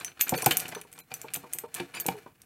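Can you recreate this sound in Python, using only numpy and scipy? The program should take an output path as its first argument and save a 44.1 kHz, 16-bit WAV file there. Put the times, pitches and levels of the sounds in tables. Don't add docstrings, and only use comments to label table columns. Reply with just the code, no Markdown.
import sys
import numpy as np
from scipy import signal
from scipy.fft import rfft, irfft
from scipy.io import wavfile
from scipy.ndimage import uniform_filter1d, map_coordinates

SR = 44100
rng = np.random.default_rng(int(sys.argv[2]) if len(sys.argv) > 2 else 0)


def to_linear_factor(level_db):
    exponent = np.asarray(level_db, float) / 20
    return 10 ** exponent


def wav_record(signal):
    frames = np.transpose(np.atleast_2d(signal))
    bounded = np.clip(frames, -1, 1)
    quanta = np.round(bounded * 32767).astype(np.int16)
    wavfile.write(sys.argv[1], SR, quanta)


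N = 108045
T = np.arange(SR // 4) / SR


def unit(x):
    return x / np.sqrt(np.mean(x ** 2) + 1e-20)


def along(points, hz):
    f, value = np.transpose(points)
    return np.interp(np.log(hz + 1), np.log(f + 1), value)


def colour(x, points):
    gain = to_linear_factor(along(points, np.fft.rfftfreq(4096, 1 / SR)))
    cepstrum = irfft(np.log(gain + 1e-6))
    cepstrum[1:2048] *= 2
    cepstrum[2049:] = 0
    return signal.fftconvolve(x, irfft(np.exp(rfft(cepstrum))))[:len(x)]


def waver(per_s, count):
    return map_coordinates(rng.standard_normal(count), [T * per_s])


def ring(modes, scatter_db, favoured_hz=1, low_db=0):
    hz, db, t60 = np.transpose(modes)[:, :, None]
    octaves_off = np.log2(hz / favoured_hz)
    db = db + low_db * (hz < 200) + scatter_db * rng.standard_normal(hz.shape)
    db = db + 9 * np.exp(-(octaves_off / 0.3) ** 2)
    return np.sum(to_linear_factor(db - 60 * T / t60) * np.sin(2 * np.pi * hz * T), axis=0)


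def strays(count):
    return [(hz, 0, t60) for hz, t60 in rng.uniform([5500, .015], [11500, .045], (count, 2))]


def add(track, s, x):
    part = track[round(s * SR):][:len(x)]
    part += x[:len(part)]


# f/Hz, level/dB, t60/s
JAW_MODES = [(12110, -6, .1), (12312, -9, .07)]
PIVOT_MODES = [(13640, -8, .045)]
LEVER_MODES = [(6082, -12, .075), (4550, -22, .05)]
# f/Hz, level/dB
CRACK_COLOUR = [(300, -31), (1500, -3), (2500, 5), (5000, -3.5), (6500, 6), (9000, 10), (16500, -4.5)]


def steel_hit(jaw_db=-34.5, pivot_db=-34.5, lever_db=-34.5):
    hiss = unit(colour(rng.standard_normal(len(T)), CRACK_COLOUR))
    spike = to_linear_factor(-6.5 - 60 * T / 0.0014)
    chatter = to_linear_factor(-27 - 60 * T / 0.21)
    crack = 0.44 * hiss * (spike + to_linear_factor(-60 * T / 0.012) + chatter)
    jaw_shake, pivot_shake, lever_shake = [to_linear_factor(5 * waver(140, 40)) for part in range(3)]
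    jaw = jaw_shake * to_linear_factor(jaw_db) * ring(JAW_MODES, 1)
    pivot = pivot_shake * to_linear_factor(pivot_db) * ring(PIVOT_MODES, 0)
    lever = lever_shake * to_linear_factor(lever_db) * ring(LEVER_MODES, 6)
    stray = to_linear_factor(-22) * ring(strays(count=6), 4.52)
    build_up = 1 - np.exp(-T / 0.00044)
    return crack + (jaw + pivot + lever + stray) * build_up


# t/s, crack peak level/dB, then jaw, pivot and lever ring over the crack, level/dB
CLINKS = [(0.0467, -16.5, -30, -19, -1.5), (0.2032, -37.5, 13, -12, -19), (0.211, -6.5, -5.5, 1, -8),
          (0.2932, -10.5, -13, -4, -17), (0.422, -17, -21, -8, -30), (0.4607, -5, -17, -4, -17),
          (0.5094, -13.5, -6.5, -8, -32), (0.5699, -8.5, -8.5, -10, -34), (0.597, -22.5, -9.5, -16, -29),
          (0.6814, -27, -11, -14, -32), (0.749, -27.5, -20, -21, 2.5), (0.9888, -31, -15, -22, -21),
          (1.1399, -19.5, -15, -27, -3), (1.2155, -26, -13, -30, -38), (1.3369, -17.5, -6, -10, -36),
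          (1.3423, -17, -6, -19, -30), (1.5343, -15, -15, -2, -40), (1.5863, -19, -11, -26, -40),
          (1.7427, -21.5, -4.5, -15, -25), (1.7486, -19.5, -16, -16, -30), (2, -17.5, -20, -14, -35),
          (2.0642, -14, -10.5, -10, -36)]


def clinks():
    out = np.zeros(N)
    for s, db, jaw_db, pivot_db, lever_db in CLINKS:
        add(out, s, to_linear_factor(db) * steel_hit(jaw_db, pivot_db, lever_db))
    return out


# t/s, peak level/dB
TICKS = [(.001, -33), (.282, -26), (0.35, -30), (0.378, -19), (0.444, -19), (.52, -14), (.601, -17.5),
         (.606, -25), (.690, -30), (0.721, -38), (.814, -28.5), (.928, -33), (1.36, -20), (1.528, -31),
         (1.601, -46), (1.769, -30), (1.802, -31), (1.949, -27.5), (2.084, -20), (2.168, -43), (2.418, -36)]


def ticks():
    out = np.zeros(N)
    for s, db in TICKS:
        add(out, s, to_linear_factor(db) * steel_hit())
    return out


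def jolts(rows, modes, crunch):
    out = np.zeros(N)
    low_hz, high_hz = modes[0][0], modes[-1][0]
    band = [(low_hz / 2, -30), (low_hz, 0), (high_hz, 0), (high_hz * 2, -30)]
    broad = colour(to_linear_factor(-60 * T / 0.006), band)
    t = T[:SR // 10]
    for s, db, contact_s, *favour in rows:
        u = t / np.clip(contact_s, .001, .03)
        force = unit(u * np.exp(-u * 2) * rng.standard_normal(len(u)))
        body = np.zeros(len(T))
        for mode in modes:
            push = abs(force @ np.exp(2j * np.pi * mode[0] * t)) / np.sqrt(len(t)) + 0.35
            body += ring([mode], 2, *favour) / push
        x = signal.fftconvolve(unit(body) + crunch * unit(broad), force)[:len(T)]
        add(out, s - .001, to_linear_factor(db) * x / np.abs(x).max())
    return out


# t/s, peak level/dB, contact/s, favoured f/Hz
KNOCKS = [(0.0101, -31, 0.0047, 1520), (0.0791, -33, 0.0047, 1380), (0.194, -31.5, 0.0064, 1410),
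          (0.2061, -24.5, 0.0098, 2380), (0.2663, -30.5, 0.019, 2370), (0.3387, -23, 0.0085, 2380),
          (0.384, -32, 0.0042, 2470), (0.4213, -30.5, 0.0049, 2370), (0.461, -16.5, 0.0079, 2430),
          (0.509, -12, 0.009, 2950), (0.6553, -30, 0.0038, 2780), (0.7218, -31, 0.007, 2480),
          (0.7497, -27, 0.0046, 1740), (0.988, -46, 0.017, 2420), (1.1172, -30.5, 0.0032, 2490),
          (1.283, -33.5, 0.0052, 2460), (1.351, -28, 0.007, 2550), (1.7592, -33, 0.01, 1490),
          (1.798, -22, 0.0067, 3000), (1.939, -32.5, 0.015, 2660), (1.9657, -29.5, 0.012, 2410),
          (2.0868, -19, 0.0023, 3000)]
# f/Hz, level/dB, t60/s
TUBE_MODES = [(1566, 0.5, 0.013), (1738, -1, 0.029), (2380, 0.5, 0.05), (2550, 3.5, 0.02),
              (2942, 1.5, 0.02), (3560, -4.5, 0.012), (4276, -1, 0.017)]


def knocks():
    return jolts(KNOCKS, TUBE_MODES, crunch=0.53)


# t/s, peak level/dB, contact/s, favoured f/Hz, lowest modes level/dB
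THUDS = [(.265, -39.5, 0.0071, 278, 0), (.322, -11, 0.0071, 300, 0), (.343, -16, 0.005, 260, 3),
         (.4635, -7.5, 0.0046, 790, -18), (.509, -26, 0.0061, 468, -3), (.651, -38, 0.007, 159, 0),
         (.723, -35.5, 0.011, 780, 0), (1.114, -37, 0.012, 790, -5), (1.364, -34.5, 0.01, 275, 0),
         (1.545, -42, 0.018, 357, 0), (1.801, -26, 0.008, 330, 2), (2.057, -28.5, 0.005, 360, 3),
         (2.084, -15.5, 0.0052, 775, 2), (2.147, -44, 0.017, 470, 0)]
# f/Hz, level/dB, t60/s
BENCH_MODES = [(95, 1, .09), (134, -6.5, 0.18), (177.5, 2.5, 0.075), (279, -7, 0.23), (357, -4.5, 0.14),
               (481.4, -1, 0.092), (779.3, 6.5, 0.027), (905, -15.5, 0.2)]


def thuds():
    return jolts(THUDS, BENCH_MODES, crunch=0.27)


# t/s, peak level/dB, contact/s
TAPS = [(0.425, -27, 0.01), (0.759, -29, 0.014), (0.848, -43.5, 0.009), (0.976, -46, 0.012),
        (1.242, -33, 0.01), (1.436, -36, 0.013), (1.636, -29.5, 0.011), (1.949, -40.5, 0.025),
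        (2.261, -34.5, 0.01)]
# f/Hz, level/dB, t60/s
END_MODES = [(473.7, 12, 0.042), (620, -5.5, 0.1), (926.5, 12.5, 0.023), (1134, -29, 0.15)]


def taps():
    return jolts(TAPS, END_MODES, crunch=0.18)


# t/s, level/dB
GRIND_PRESSURE = [(0, -47.5), (.15, -65.5), (.27, -53.5), (.4, -41.5), (.55, -40.5), (0.782, -52.5),
                  (0.852, -64.5), (1.0, -56.5), (1.04, -80), (1.12, -55), (1.4, -57.5), (1.62, -58.5),
                  (1.7, -64), (1.778, -45.5), (1.918, -64), (1.958, -48.5), (2.12, -52.5), (2.332, -69.5)]
# f/Hz, level/dB
RUST_COLOUR = [(59, -11.5), (100, -4.5), (1910, -1), (2990, -7.5), (11400, -12.5), (12400, -12),
               (16000, -35)]


def grind():
    grains_per_s, spread_db = 4000, 2.5
    hits = rng.random(N) < grains_per_s / SR
    size_db = np.clip(spread_db * rng.exponential(size=N), 0, 10)
    grains = hits * to_linear_factor(size_db) * rng.standard_normal(N)
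    clumps = map_coordinates(rng.standard_normal(N // 500 + 4), [np.arange(N) / 500])
    pressure_db = np.interp(np.arange(N) / SR, *np.transpose(GRIND_PRESSURE))
    grit = (unit(grains) + 0.66 * rng.standard_normal(N)) * to_linear_factor(2.9 * clumps + pressure_db)
    pliers = ring(JAW_MODES + PIVOT_MODES + LEVER_MODES, 0)
    body = ring(TUBE_MODES, 0) + 0.34 * pliers + 0.94 * ring(BENCH_MODES, 0)
    sung = signal.fftconvolve(grit, body / np.linalg.norm(body))[:N]
    return to_linear_factor(6) * colour(grit, RUST_COLOUR) + to_linear_factor(-3) * sung


# t/s, peak level/dB, contact/s
SKIDS = [
    (.36, -40, 0.018),
    (1.945, -40, 0.034),
]


def skids():
    return jolts(SKIDS, sorted(strays(count=10) + PIVOT_MODES), crunch=0.88)


# t/s, length/s, peak level/dB, f/Hz
SQUEAKS = [(0, .05, -50, 4000), (.005, .02, -50, 8740), (.058, .02, -50, 8740), (.345, .035, -38, 2370),
           (.362, .032, -36, 4500), (.36, .03, -37, 6230), (.352, .03, -42, 8120), (.352, .03, -42, 8930),
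           (.362, .028, -35, 10500), (.36, .05, -33, 12300), (.355, .03, -35, 13550),
           (.368, .026, -29, 480), (.322, .022, -22, 760), (.421, .025, -33, 9590),
           (.423, .015, -38, 11400), (.465, .04, -25, 361), (.466, .03, -25, 495), (.749, .015, -42, 4300),
           (.926, .035, -52, 12110), (.938, .025, -56, 8330), (.938, .02, -58, 9590),
           (.988, .045, -55, 10000), (1.004, .028, -56, 7200), (1.004, .03, -58, 4070),
           (.99, .04, -54, 2420), (1.14, .022, -42, 4550), (1.935, .05, -43, 9600), (1.945, .06, -46, 7180),
           (1.955, .055, -44, 4790), (1.999, .028, -28, 13640), (1.938, .05, -40, 2970),
           (2.002, .045, -47, 4530), (2.014, .012, -44, 8330), (2.09, .04, -37, 935), (2.13, .08, -39, 455)]


def squeaks():
    rise_share, sag_hz_per_ms = .3, .9
    bend = np.clip(np.log(.5) / np.log(rise_share), .2, 2)
    out = np.zeros(N)
    for s, length_s, db, hz in SQUEAKS:
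        u = np.clip(T / length_s, 0, 1)
        swell = np.sin(np.pi * u ** bend)
        shake = to_linear_factor(4 * waver(200, 60))
        tone = np.sin(2 * np.pi * (hz - sag_hz_per_ms * 500 * T) * T)
        add(out, s, to_linear_factor(db - 3 - 5 * u) * swell * shake * tone)
    return out


# t/s, peak level/dB
MORE_TICKS = [(.195, -38), (.386, -26), (.397, -30), (.417, -28), (.917, -43), (.937, -39), (.967, -46),
              (.978, -42), (1.005, -44), (1.995, -34), (2.006, -28)]


def more_ticks():
    out = np.zeros(N)
    for s, db in MORE_TICKS:
        add(out, s, to_linear_factor(db) * steel_hit())
    return out


# t/s, peak level/dB, contact/s, favoured f/Hz
NUDGES = [
    (.117, -44, .004, 2500),
    (.173, -44, .004, 1500),
    (.979, -40, .003, 4200),
    (.815, -38, .004, 2400),
]


def nudges():
    return jolts(NUDGES, TUBE_MODES, crunch=.5)


# f/Hz, t60/s
ROOM_T60 = [(200, 0.19), (12000, 0.15)]


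def room(x):
    out = np.zeros(N)
    for a in range(0, N, SR // 4):
        hz, t, z = signal.stft(rng.standard_normal(SR // 2), SR, nperseg=256)
        fade = to_linear_factor(-60 * t / along(ROOM_T60, hz)[:, None])
        tail = signal.istft(z * fade, SR, nperseg=256)[1]
        echo = signal.fftconvolve(x[a:a + SR // 4], tail / np.linalg.norm(tail))
        add(out, a / SR + 0.0049, echo)
    return to_linear_factor(-12) * out


# f/Hz, level/dB
SHOP_COLOUR = [(24, -41), (40, 35), (630, -5.5), (2500, -5), (3650, -17), (16000, -5.5)]


def shop_air():
    return to_linear_factor(-57.5) * unit(colour(rng.standard_normal(N), SHOP_COLOUR))


def scene():
    work = clinks() + ticks() + knocks() + thuds() + taps()
    work = work + grind() + skids() + squeaks()
    work = work + more_ticks() + nudges()
    air = shop_air()
    return (work + room(work) + air)[None]


# t/s, length/s, weak partials level/dB
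THIN_MOMENTS = [(.364, .013, -18), (.428, .014, -14), (.94, .011, -22), (1.008, .027, -26),
                (1.667, .01, -14), (2.028, .015, -18)]


def thin_out(x):
    kept_share, kept_below_hz = .28, 1100
    hz, t, z = signal.stft(x, SR, nperseg=256, noverlap=224)
    gain = np.ones(z.shape)
    for s, length_s, db in THIN_MOMENTS:
        now = (t > s) & (t < s + length_s)
        power = np.mean(abs(z[:, now]) ** 2, axis=1)
        rise = power / uniform_filter1d(power, size=7)
        weak = (rise < np.quantile(rise, 1 - kept_share)) & (hz > kept_below_hz)
        gain[np.ix_(weak, now)] = to_linear_factor(db)
    return signal.istft(z * gain, SR, nperseg=256, noverlap=224)[1][:N]


# f/Hz, level/dB
BAND_COLOUR = [(20, -44), (140, 0), (15900, 0), (16050, -40)]


def band_edges(x):
    return colour(x, BAND_COLOUR)


def low_pass(x):
    return signal.sosfilt(signal.butter(12, 17150, fs=SR, output="sos"), x)


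def record(dry):
    mix = thin_out(band_edges(dry[0]))[None]
    return low_pass(mix)


dry = scene()
out = record(dry)
wav_record(out)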